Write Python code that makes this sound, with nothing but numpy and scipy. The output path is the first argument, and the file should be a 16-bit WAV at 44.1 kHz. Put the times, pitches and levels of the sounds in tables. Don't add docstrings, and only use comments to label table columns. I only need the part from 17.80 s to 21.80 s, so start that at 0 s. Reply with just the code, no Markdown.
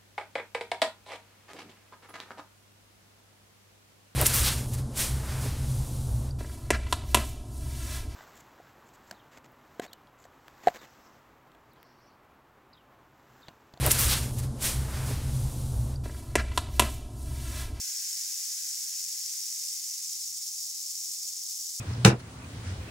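import sys
import numpy as np
from scipy import signal
from scipy.fft import rfft, irfft
from scipy.io import wavfile

SR = 44100
rng = np.random.default_rng(int(sys.argv[2]) if len(sys.argv) > 2 else 0)


def master_out(mix):
    frames = np.transpose(np.atleast_2d(mix))
    ceiling = np.clip(frames, -1, 1)
    pcm = np.round(ceiling * 32767).astype(np.int16)
    wavfile.write(sys.argv[1], SR, pcm)


N = 176400


def from_db(db):
    return 10 ** (np.asarray(db) / 20)


def unit_power(x):
    return x / np.sqrt(np.mean(x ** 2) + 1e-20)


def in_time(rows):
    return np.interp(np.arange(N) / SR, *np.transpose(rows))


def in_frequency(rows):
    hz, value = np.transpose(rows)
    return np.interp(np.log(np.arange(N // 2 + 1) * SR / N + 1), np.log(hz), value)


def coloured(x, colour):
    return unit_power(irfft(rfft(x) * from_db(in_frequency(colour)), N))


def resonance(x, hz, width_hz):
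    r = np.exp(-np.pi * width_hz / SR)
    feedback = [1, -2 * r * np.cos(2 * np.pi * hz / SR), r * r]
    return signal.lfilter(np.array([1, 0, -1]) * (1 - r * r) / 2, feedback, x)


def sway(hz, width_hz):
    return unit_power(resonance(rng.standard_normal(N + SR), hz, width_hz)[SR:])


def stereo(pair, likeness):
    likeness = np.clip(likeness, -1, 1)
    return np.sqrt(1 + likeness) * pair[0] + np.sqrt(1 - likeness) * pair[1] * np.array([[1], [-1]])


# time_s, swings_per_s
TAIL_SPEED = [(0, 48), (.3, 47.5), (.6, 46.4), (1.1, 45.6), (1.7, 44.8), (2.2, 43.4), (2.6, 42.8),
              (3.3, 43.5), (4, 43)]

def knocks(segments=11, hits=4, bounce_s=.0009, decay_s=.0003):
    half_swings = 2 * np.cumsum(in_time(TAIL_SPEED)) / SR
    stroke, segment, bounce = np.indices((int(half_swings[-1]) + 2, segments, hits))
    chance = rng.standard_normal((len(stroke), segments, hits, 3))
    due = stroke - 1 + .88 * segment / segments + .035 * chance[:, :, :1, 0]
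    first_hit = np.interp(due, half_swings, np.arange(N), left=-N, right=N)
    hit_sample = first_hit + bounce_s * SR * bounce * np.exp(chance[..., 1] / 2)
    level_db = chance[..., 2] - bounce - .9 * (stroke % 2)
    heard = (hit_sample >= 0) & (hit_sample < N)
    energy = np.bincount(hit_sample[heard].astype(int), from_db(level_db[heard]) ** 2, N)
    fading = signal.lfilter([1], [1, -np.exp(-1 / (decay_s * SR))], energy + 1e-18)
    return np.sqrt(fading)


# pitch_hz, likeness
TICK_LIKENESS = [(1800, 1), (2800, 0.84), (4100, .28), (5500, .82), (7500, .81), (9500, .56), (12000, .7),
                 (15500, .68)]
# pitch_hz, difference_db
LEFT_LOUDER = [(1800, -0.5), (2500, -2.5), (3500, 0), (5000, -0.7), (7000, 0.5), (8500, 1.3), (10500, 4),
               (12000, 3.5), (13500, -2.5), (15500, 1.5)]
# pitch_hz, lead_radians
LEFT_AHEAD = [(2500, 0.26), (3700, -0.57), (5000, 0.81), (7500, 0.23), (9000, -1.1), (12000, 1),
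              (14000, 0.71), (15800, .35)]

def ticks(force, echo_db=-6.5):
    sides = np.array([[.5], [-.5]])
    bursts = stereo(rfft(force * rng.standard_normal((2, N))), in_frequency(TICK_LIKENESS))
    balance = from_db(sides * in_frequency(LEFT_LOUDER))
    lead = np.exp(1j * sides * in_frequency(LEFT_AHEAD))
    direct = irfft(bursts * balance * lead, N)
    turn_radians = .9 * sway(hz=2.5, width_hz=3)
    reflected = echoes(direct * np.cos(turn_radians)) + echoes(direct * np.sin(turn_radians))
    return direct + from_db(echo_db) * reflected


def echoes(x, fade_s=.08, gap_s=.0012):
    t = np.arange(SR // 2) / SR
    wash = rng.standard_normal((2, len(t))) * from_db(-60 * t / fade_s) * (t > gap_s)
    wash /= np.sqrt(np.sum(wash ** 2, axis=1, keepdims=True))
    return signal.fftconvolve(x, wash, axes=1)[:, :N]


# time_s, depth_db
FLUTTER_DEPTH = [(0, .2), (.9, .3), (1.25, .65), (1.8, .25), (2.2, .7), (3, .75), (4, .65)]
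# pitch_hz, width_hz, gain_db
SHELL_RINGS = [(4510, 32, -5), (4770, 32, -8.5), (5120, 35, -11), (5257, 30, -5), (5460, 28, -4.5),
               (5842, 60, -11), (6605, 30, -7), (6832, 35, -7)]
# time_s, level_db
SHAKE_STRENGTH = [(0.0, -35.5), (0.3, -35.5), (0.35, -35.5), (0.53, -35.6), (0.62, -35.5), (0.98, -35.5),
                  (1.03, -35.5), (1.12, -36), (1.32, -35.5), (1.36, -36), (1.54, -35.9), (1.86, -36),
                  (1.91, -35.2), (2.03, -36.9), (2.12, -36.2), (2.21, -37.5), (2.3, -36), (2.36, -37.0),
                  (2.44, -36.5), (2.51, -38), (2.65, -36.5), (2.74, -38), (2.82, -36), (2.92, -38),
                  (3.02, -37), (3.34, -36.4), (3.37, -37.5), (3.49, -36.5), (3.52, -38.1), (3.6, -38.5),
                  (3.68, -36.5), (3.99, -37.5)]
# time_s, level_db
MIDDLE_LOUDNESS = [(0, -55.8), (.6, -57.2), (1.2, -57.8), (1.9, -58.8), (2.25, -60), (2.6, -64.6),
                   (3, -64.2), (3.35, -63), (4, -66.6)]
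LOW_LOUDNESS = [(0, -62), (.6, -65.8), (1.3, -68.6), (1.9, -71), (2.3, -75.8), (3, -78), (3.3, -77),
                (4, -76.5)]
# pitch_hz, gain_db
HISS_TONE = [(1500, -50), (2600, -37), (3250, -20.5), (3900, -13.8), (4500, -9), (4900, -5.8), (5300, .2),
             (5750, .5), (6050, -.9), (6800, -.2), (8000, -4.5), (9500, -8.5), (11000, -10.3),
             (12500, -11.6), (14000, -13.9), (15400, -11.4)]
MIDDLE_TONE = [(1600, -39), (1980, -1.5), (2250, -.5), (2500, .5), (2850, -.5), (3300, -1), (3900, -12)]
LOW_TONE = [(500, -38), (1000, -15), (1380, -11), (1530, 0), (1900, -1), (2200, -16.5)]

def rattle(hiss_boost_db=1.78):
    flutter = sway(hz=21, width_hz=9.1) + .57 * sway(hz=8.7, width_hz=7.6)
    force = knocks() * from_db(in_time(FLUTTER_DEPTH) * flutter)
    sharp = ticks(force)
    soft = ticks(force ** .5)
    ringing = sharp + sum(from_db(db) * resonance(sharp, hz, width) for hz, width, db in SHELL_RINGS)
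    hiss = from_db(hiss_boost_db + in_time(SHAKE_STRENGTH)) * coloured(ringing, HISS_TONE)
    middle = from_db(in_time(MIDDLE_LOUDNESS)) * coloured(soft, MIDDLE_TONE)
    low = from_db(in_time(LOW_LOUDNESS)) * coloured(soft.mean(axis=0), LOW_TONE)
    return hiss + middle + low


# pitch_hz, gain_db
AIR_TONE = [(20, -5), (36, -9), (52, 6), (70, -4), (110, 1), (150, 1.5), (200, 3), (245, 1.5), (300, -1.7),
            (700, -2.4), (1400, -5.5), (4000, -26.5)]
# pitch_hz, likeness
AIR_SAMENESS = [(100, .997), (300, .97), (1200, .96)]

def air(level_db=-75.3):
    noise = irfft(stereo(rfft(rng.standard_normal((2, N))), in_frequency(AIR_SAMENESS)), N)
    return from_db(level_db) * coloured(noise, AIR_TONE)


# time_s, level_db
DRONE_LOUDNESS = [(0, -83), (.35, -81.5), (.7, -90), (1.2, -79), (1.8, -91), (2.3, -81), (2.55, -77.5),
                  (3.1, -88), (3.45, -82), (4, -80.5)]

def drone(pitch_hz=116.4):
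    t = np.arange(N) / SR
    waver_radians = .9 * sway(hz=2.5, width_hz=4)
    note = np.sqrt(2) * np.sin(2 * np.pi * pitch_hz * t + waver_radians)
    return from_db(in_time(DRONE_LOUDNESS)) * note


# pitch_hz, level_db
HUM_NOTES = [(58.5, -87.5), (247.6, -93)]

def hum():
    t = np.arange(N) / SR
    return np.sqrt(2) * sum(from_db(db) * np.sin(2 * np.pi * (hz * t + rng.random()))
                            for hz, db in HUM_NOTES)


def scene():
    return rattle() + air() + drone() + hum()


def record(dry):
    cutoff_hz = 15800
    treble_cut = signal.firwin(1601, cutoff_hz, fs=SR, window="blackman")
    return signal.fftconvolve(dry, treble_cut[None], "same", axes=1)


dry = scene()
out = record(dry)
master_out(out)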